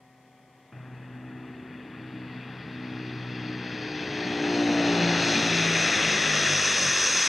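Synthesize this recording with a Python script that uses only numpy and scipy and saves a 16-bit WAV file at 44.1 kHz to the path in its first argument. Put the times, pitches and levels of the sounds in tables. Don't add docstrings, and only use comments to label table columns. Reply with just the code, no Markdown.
import sys
import numpy as np
from scipy import signal
from scipy.fft import rfft, irfft, next_fast_len
from scipy.io import wavfile
from scipy.ndimage import uniform_filter1d

SR = 44100
rng = np.random.default_rng(int(sys.argv[2]) if len(sys.argv) > 2 else 0)


def transcribe(signal):
    frames = np.atleast_2d(signal).T
    limited = np.clip(frames, -1, 1)
    pcm = np.round(limited * 32767).astype(np.int16)
    wavfile.write(sys.argv[1], SR, pcm)


def rack_gain(trim_db):
    fader = np.asarray(trim_db, float)
    return 10 ** (fader / 20)


N = 321048
CHANGE_S = 0.7235


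def in_time(rows, t):
    s, *columns = np.transpose(rows)
    return np.array([np.interp(t, s, column) for column in columns])


def at_hz(points, hz):
    points_hz, points_db = np.transpose(points)
    return np.interp(np.log(hz + 1), np.log(points_hz), points_db)


def drift(rate_hz, count):
    pole = np.exp(-80 * np.pi * rate_hz / SR)
    chance = rng.standard_normal((count, N // 40 + 2002))
    slow = signal.lfilter([1], [1, -2 * pole, pole * pole], chance)[:, 2000:]
    slow = slow / slow.std(axis=1, keepdims=True)
    return np.repeat(slow, 40, axis=1)[:, :N]


def smooth_drift(rate_hz, count):
    return uniform_filter1d(drift(rate_hz, count), size=80)


def abeam(blade_hz):
    head_on_hz, abeam_hz = 63, 44
    return np.clip((head_on_hz - blade_hz) / (head_on_hz - abeam_hz), 0, 1)


# t/s, level/dB rms, order favoured by the bearing, upper orders' level/dB
DRONE = [(0.724, -54.9, 3.31, -59.5), (1.3, -51.5, 3.71, -61), (2.0, -51.6, 3.75, -63.5),
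         (2.7, -49.5, 4.21, -58), (3.4, -43, 3.98, -57), (4.0, -42.5, 5.71, -50), (4.4, -36.5, 6.18, -41),
         (4.8, -32, 6.12, -34.5), (5.2, -35.5, 5.96, -37.5), (5.6, -37, 5.71, -44.5),
         (6.0, -38.5, 5.69, -44), (6.4, -43.5, 4.61, -50), (6.8, -48.5, 4.84, -45),
         (7.28, -51.5, 5.16, -63)]
ORDERS_DB = [1.5, 15.5, 2.8, -0.44, -5.5, -4.5, -2, -5]
OPENING_ORDERS_DB = [-82, -64, -91, -63.5, -88, -72.5, -80, -76.5]
# t/s, order, length/s, gain/dB
SWELLS = [(1.39, 5, 0.17, 8.8), (1.48, 4, 0.52, 7.5), (1.55, 6, 0.1702, 8.5), (2.14, 5, 0.25, 13.5),
          (2.31, 4, 0.16, 7.5), (2.85, 4, 0.22, 8.5), (2.99, 5, 0.32, 11), (3.05, 6, 0.15, 8.2),
          (3.2, 2, 0.094, 3), (3.48, 5, 0.14, 9.5), (3.92, 5, 0.21, 7.5), (4.55, 6, 0.16, 7),
          (4.66, 5, 0.5, 14), (5.05, 3, 0.22, 12.5), (5.19, 6, 0.36, 4), (5.4, 4, 0.098, 24),
          (5.41, 5, 0.21, 7), (5.62, 3, 0.28, 11), (6.05, 1, 0.44, 22), (6.07, 3, 0.055, 10),
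          (6.33, 3, 0.094, 9.5), (6.5, 2, 0.1, 1.5), (6.5, 7, 0.08, 7), (6.54, 3, 0.045, 10),
          (6.79, 7, 0.18, 3), (6.85, 4, 0.07, 11.6), (6.88, 3, 0.071, 13), (7.0, 8, 0.1, 10),
          (7.03, 2, 0.081, 9), (7.2, 1, 0.31, 19)]
# t/s, order, length/s, gain/dB
NULLS = [(0.745, 4, 0.1, -9.5), (0.9, 3, 0.34, -26), (1.72, 3, 0.36, -24.0), (1.75, 2, 0.27, -12.1),
         (2.445, 5, 0.1, -12), (2.58, 4, 0.056, -17), (2.672, 6, 0.37, -5.6), (3.132, 3, 0.24, -7),
         (3.237, 4, 0.046, -7), (3.69, 7, 0.054, -10.1), (3.78, 6, 0.087, -24.0), (3.93, 3, 0.15, -22),
         (3.98, 4, 0.23, -14), (4.245, 8, 0.18, -12), (4.705, 7, 0.094, -26), (5.121, 7, 0.098, -24),
         (5.17, 8, 0.24, -14), (5.35, 3, 0.065, -8), (5.442, 4, 0.36, -18.5), (5.79, 5, 0.06, -17),
         (5.874, 7, 0.13, -28), (5.95, 3, 0.037, -18), (6.29, 2, 0.11, -24.0), (6.47, 5, 0.049, -17),
         (6.783, 2, 0.051, -4)]
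# t/s, order, length/s, gain/dB
LATE_NULL = (6, 2.5, 0.2, -10)


def order_levels(t, blade_hz):
    level_db, favoured, upper_db = in_time(DRONE, t)
    order = np.arange(1, 9)[:, None]
    octaves_off = np.log2(order / np.maximum(favoured, 1))
    db = np.array(ORDERS_DB)[:, None] + level_db - 10.5 * octaves_off ** 2
    db[0] = -71
    for s, k, length_s, beat_db in [*SWELLS, *NULLS, LATE_NULL]:
        db[round(k) - 1] += beat_db * np.exp(-((t - s) / length_s) ** 2)
    db = np.where(t < CHANGE_S, np.array(OPENING_ORDERS_DB)[:, None], db)
    head_on_beat_db, abeam_beat_db = 0.5, 4.5
    beat_depth_db = head_on_beat_db + (abeam_beat_db - head_on_beat_db) * abeam(blade_hz)
    db += beat_depth_db * np.minimum(smooth_drift(3.89, count=8), 1)
    opening_upper_db = -72
    return db, np.where(t < CHANGE_S, opening_upper_db, upper_db + 4)


def low_orders(orders_db, turn, shake, apart):
    flutter_db, wander_rad = 1.24, 0.95
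    tones = np.zeros(N)
    for k, db in enumerate(orders_db):
        phase = (k + 1) * turn + wander_rad * apart[k] + np.pi - 2.7 / (k + 1)
        tones += np.sqrt(2) * rack_gain(db + flutter_db * shake[k]) * np.cos(phase)
    return tones


# multiple of the blade rate, level/dB
UPPER = [(9, -14), (10, -8.5), (11, -7), (12, -6.5), (13, -6), (14, -10), (15, -12), (16, -11), (18, -24),
         (19, -45), (20, -23), (21, -36), (23, -24)]


def upper_orders(upper_db, turn, blade_hz):
    near_engine, far_engines, detune = 1.55, 0.55, 0.00197
    slip = detune * np.cumsum(drift(0.5936, count=3) * blade_hz, axis=1) * 2 * np.pi / SR
    start = rng.uniform(0, 2 * np.pi, (len(UPPER), 3, 1))
    tones = np.zeros(N)
    for (order, db), start_rad in zip(UPPER, start):
        engines = np.sin(round(order) * (turn + slip) + start_rad)
        tones += rack_gain(upper_db + db - 4.0) * np.dot([near_engine, far_engines, far_engines], engines)
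    return tones


def blade_row_tone(engine_db, blade_hz, turn, shake, apart):
    order, base_db, fade_db, flutter_db = 2.47, -5, 42, 5.0
    db = engine_db + base_db - fade_db * abeam(blade_hz) + flutter_db * np.minimum(shake, 1)
    return rack_gain(db) * np.sin(order * turn + 2 * apart)


# t/s, Doppler-shifted blade rate f/Hz, air path/m, engine level/dB after gain control
PASS = [(0.0, 64.26, 780, -66.5), (0.72, 65.3, 580, -64.5), (0.724, 63.23, 840, -55),
        (1.13, 63.1, 760, -53), (1.8, 63.1, 623, -50), (2.46, 62.56, 413, -47), (3.04, 62.27, 295, -44.5),
        (3.55, 61.58, 240, -42), (3.88, 61.15, 220, -38.5), (4.21, 60.26, 160, -36),
        (4.65, 58.72, 107, -34), (5.07, 57.15, 135, -29.5), (5.45, 56.3, 104.0, -28.5),
        (5.8, 54.32, 86, -26.5), (6.17, 52.53, 110, -26.5), (6.5, 49.87, 93.5, -26.5),
        (6.85, 46.68, 86, -27.5), (7.28, 44.3, 95, -27)]


def propellers():
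    t = np.arange(N) / SR
    blade_hz, _, engine_db = in_time(PASS, t)
    orders_db, upper_db = order_levels(t, blade_hz)
    turn = 2 * np.pi * np.cumsum(blade_hz) / SR
    shake = smooth_drift(29.0, count=8)
    apart = smooth_drift(0.5, count=8) * np.linspace(0.5, 2, N)
    tones = low_orders(orders_db, turn, shake, apart) + upper_orders(upper_db, turn, blade_hz)
    return tones + blade_row_tone(engine_db, blade_hz, turn, shake[0], apart[0]), turn


# level/dB, air loss/(dB per km), gain abeam/dB
NOISE = [
    (3.26, -7.4, -22.5),
    (-11, -3.5, -0.5),
    (1.38, 0.2, -1.64),
    (-6, 13.5, -0.5),
    (-10, 59, 15.4),
    (-21, 114, 15.5),
]


def band_levels(t):
    blade_hz, path_m, level_db = in_time(PASS, t)
    base_db, loss_db_per_km, beam_db = np.transpose(NOISE)[:, :, None]
    levels = level_db + base_db - loss_db_per_km * path_m / 1000 + beam_db * abeam(blade_hz)
    wash_peak_db = np.array([[1.5], [6]])
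    levels[:2] += wash_peak_db * np.exp(-((t - 4.93) / 0.47) ** 2)
    levels[3:] += 3.5 * np.exp(-((t - 5.3) / 0.16) ** 2)
    shimmer_db = 0.28
    levels[3:] += shimmer_db * drift(5.0, count=3)[:, np.minimum(t * SR, N - 1).astype(int)]
    return levels


def bump(rows, below_hz, above_hz, hz, t):
    centre_hz, db = in_time(rows, t)
    away = hz[:, None] - centre_hz
    width_hz = np.where(away < 0, below_hz, above_hz)
    return db * (t > CHANGE_S) * np.exp(-(away / width_hz) ** 2)


# f/Hz, width/Hz, left level/dB, right level/dB
PORTS = [(930, 250, -4.4, -5.7), (1850, 950, 7, 2.4), (2240, 300, -6.5, -7.5), (2530, 420, 6, 6.5),
         (3380, 350, 3, .8), (4450, 420, 1, -7), (4750, 420, -5, -4.5), (5650, 600, -2.5, 1),
         (6230, 390, 5.3, 5), (6870, 550, -7.9, -1.7), (7100, 320, .2, -7), (7390, 420, -7.5, 7.5),
         (7840, 270, 6, -9.2), (8260, 150, 2, 2.3), (8800, 300, -3.5, 1), (11000, 700, -7, 3)]


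def port(side):
    sections = []
    for hz, width_hz, *db in PORTS:
        a = rack_gain(db[side] / 2)
        q = np.tan(np.pi * width_hz / SR)
        c = -2 * np.cos(2 * np.pi * hz / SR)
        section = np.array([1 + q * a, c, 1 - q * a, 1 + q / a, c, 1 - q / a])
        sections.append(section / (1 + q / a))
    return np.array(sections)


# low f/Hz, high f/Hz
BANDS_HZ = [
    (90, 450),
    (500, 1000),
    (1200, 2900),
    (3200, 3900),
    (5700, 6700),
    (7800, 10000),
]
# f/Hz, level/(dB per Hz)
COLOUR = [(40, -24), (90, -8), (200, 1), (450, 4.5), (900, 9.5), (1500, -1.5), (3600, -2.5), (4100, -7),
          (5300, -3), (6600, -6.5), (7100, -20), (10200, -36), (10800, -47), (16000, -55)]
# f/Hz, level/dB
OPENING_COLOUR = [(400, -2.5), (600, 6), (900, 4.5), (1150, 4), (1420, -9), (1750, -2.5), (2250, 6.5), (2600, -6),
                  (3300, 4.5), (3800, -1)]
# t/s, centre f/Hz, level above the roar/dB
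WHINE = [(0.72, 4550, 16), (2.5, 4517, 12.5), (4.0, 4516, 12), (4.45, 4268, 6.5), (4.54, 4317, 14.5),
         (4.62, 4100, 7.5), (5.2, 4199, 6.5), (6.3, 3560, 1.5), (7.28, 3498, 2)]
# t/s, centre f/Hz, level/dB
LOW_NULL = [(0.72, 1140, 0), (3.3, 1100, -0.5), (3.8, 1220, -5.5), (4.5, 1180, -5.5), (5.3, 1070, -4.5),
            (6.2, 927.5, -6), (7.28, 750, -8.5)]
# t/s, centre f/Hz, level/dB
RIDGE = [(5.3, 2300, 0.1), (5.7, 2250, 2.9), (6.1, 2040, 3.7), (6.5, 1819, 2.37), (7.28, 1600, 1.9)]
# t/s, centre f/Hz, level/dB
LOW_BAND = [(0.72, 480, -3), (3.8, 584, -5.5), (4.5, 600, -.5), (5.6, 480, .5), (6.6, 460, 3.5),
            (7.28, 440, 2)]
# t/s, centre f/Hz, level/dB
GROUND = [(0.72, 3100, -7), (2.2, 3100, -8), (3.5, 2970, -8), (4.35, 2850, -7), (4.5, 2850, -1.5),
          (4.55, 3420, -1.5), (4.7, 3330, -8), (5.1, 3130, -10), (5.5, 3010, -9), (6.3, 3060, -6),
          (7.28, 3040, -10)]


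def air_noise():
    hz, t, cells = signal.stft(rng.standard_normal(N), SR, nperseg=512)
    ports = sum(signal.sosfreqz(port(side), hz, fs=SR)[1] for side in range(2)) / 2
    heard = np.abs(ports) * rack_gain(at_hz(COLOUR, hz))
    have = [np.sqrt(np.sum(heard[(hz > low) & (hz < high)] ** 2) / len(hz)) for low, high in BANDS_HZ]
    need_db = band_levels(t) - 20 * np.log10(have)[:, None]
    centres = np.log([np.sqrt(low * high) for low, high in BANDS_HZ])
    blend = np.array([np.interp(np.log(hz + 1), centres, row) for row in np.eye(len(centres))])
    eddies = uniform_filter1d(rng.standard_normal(cells.shape), size=9)
    eddies = uniform_filter1d(eddies, size=7, axis=0)
    eddies = eddies / eddies.std()
    patchy_db = 0.62
    gain_db = blend.T @ need_db + at_hz(COLOUR, hz)[:, None] + patchy_db * eddies
    gain_db += bump(WHINE, 280, 590, hz, t) * (1 + 0.082 * eddies[len(hz) // 5])
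    gain_db += bump(LOW_NULL, 190, 200, hz, t)
    gain_db += bump(RIDGE, 110, 150, hz, t)
    gain_db += bump(LOW_BAND, 110, 110, hz, t)
    gain_db += bump(GROUND, 130, 130, hz, t)
    gain_db += np.outer(at_hz(OPENING_COLOUR, hz), t < CHANGE_S)
    return signal.istft(cells * rack_gain(gain_db), SR, nperseg=512)[1][:N]


# f/Hz, level/dB rms
HUM = [(750.5, -63.5), (1126, -79), (1502, -83), (1877, -82)]


def faint_hum(t):
    hum = np.zeros(N)
    for (hz, db), waver in zip(HUM, smooth_drift(7.0, count=len(HUM))):
        hum += np.sqrt(2) * rack_gain(db + 0.0012 * hz * waver) * np.sin(2 * np.pi * hz * t)
    return hum * rack_gain(-4 * (t > CHANGE_S))


# f/Hz, level/(dB per Hz)
HISS = [(2650, -2), (4500, 0.5), (4850, -2), (5330, 0), (7690, -3.5), (13900, -10.5), (16000, -16)]


def microphone_hiss(hz, size):
    spectrum = rfft(rng.standard_normal((2, size))) * rack_gain(at_hz(HISS, hz))
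    hiss = irfft(spectrum, size)[:, :N]
    return rack_gain(-70) * hiss / hiss.std()


# f/Hz, level/(dB per Hz)
FIZZ = [(8200, -24.5), (9000, -10), (10000, -11), (10500, -8), (11800, -8), (12500, -9), (15000, -12)]


def blotchy_fizz(dry):
    bright = signal.sosfilt(signal.butter(2, 3500, "high", fs=SR, output="sos"), dry)
    loud = np.sqrt(uniform_filter1d(bright ** 2, size=2000) + 1e-12)
    hz, t, cells = signal.stft(rng.standard_normal((2, N)), SR, nperseg=1024)
    spots = rng.standard_normal((2, len(hz) // 4 + 1, len(t) // 4 + 1))
    spots = spots.repeat(4, axis=1).repeat(4, axis=2)[:, :len(hz), :len(t)]
    blotch_db = 10.0
    gain_db = at_hz(FIZZ, hz)[:, None] + blotch_db * np.minimum(spots, 1)
    return loud * rack_gain(-26) * signal.istft(cells * rack_gain(gain_db), SR, nperseg=1024)[1][:, :N]


def scene():
    t = np.arange(N) / SR
    tones, turn = propellers()
    chop = 1 + 0.046 * np.sin(turn) + 0.1 * np.sin(2 * turn)
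    mono = tones + chop * air_noise() + faint_hum(t)
    return np.array([mono, mono])


def roll_off(x):
    return signal.sosfilt(signal.butter(12, 16380, fs=SR, output="sos"), x)


BASS_CUT_HZ = [42, 19.4]


def record(dry):
    dry = signal.sosfilt(signal.butter(3, 65, "high", fs=SR, output="sos"), dry[0])
    heard = []
    for side, cut_hz in enumerate(BASS_CUT_HZ):
        coloured = signal.sosfilt(port(side), dry)
        heard.append(signal.lfilter(*signal.butter(1, cut_hz, "high", fs=SR), coloured))
    tilt_db = 0.6 * np.array([[1], [-1]])
    size = next_fast_len(N + 4096)
    hz = np.arange(size // 2 + 1) * SR / size
    mixed = np.array(heard) * rack_gain(tilt_db) + microphone_hiss(hz, size) + blotchy_fizz(dry)
    to_nearest_end = np.minimum(np.arange(N), np.arange(N, 0, -1))
    mixed = mixed * np.minimum(to_nearest_end / 200, 1)
    lag_s = 8e-6 * np.array([[0], [1]])
    lag = np.exp(-2j * np.pi * hz * lag_s)
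    top_shelf = rack_gain(-11.0 * (hz > 15750))
    mixed = irfft(rfft(mixed, size) * lag * top_shelf, size)[:, :N]
    return roll_off(mixed)


dry = scene()
out = record(dry)
transcribe(out)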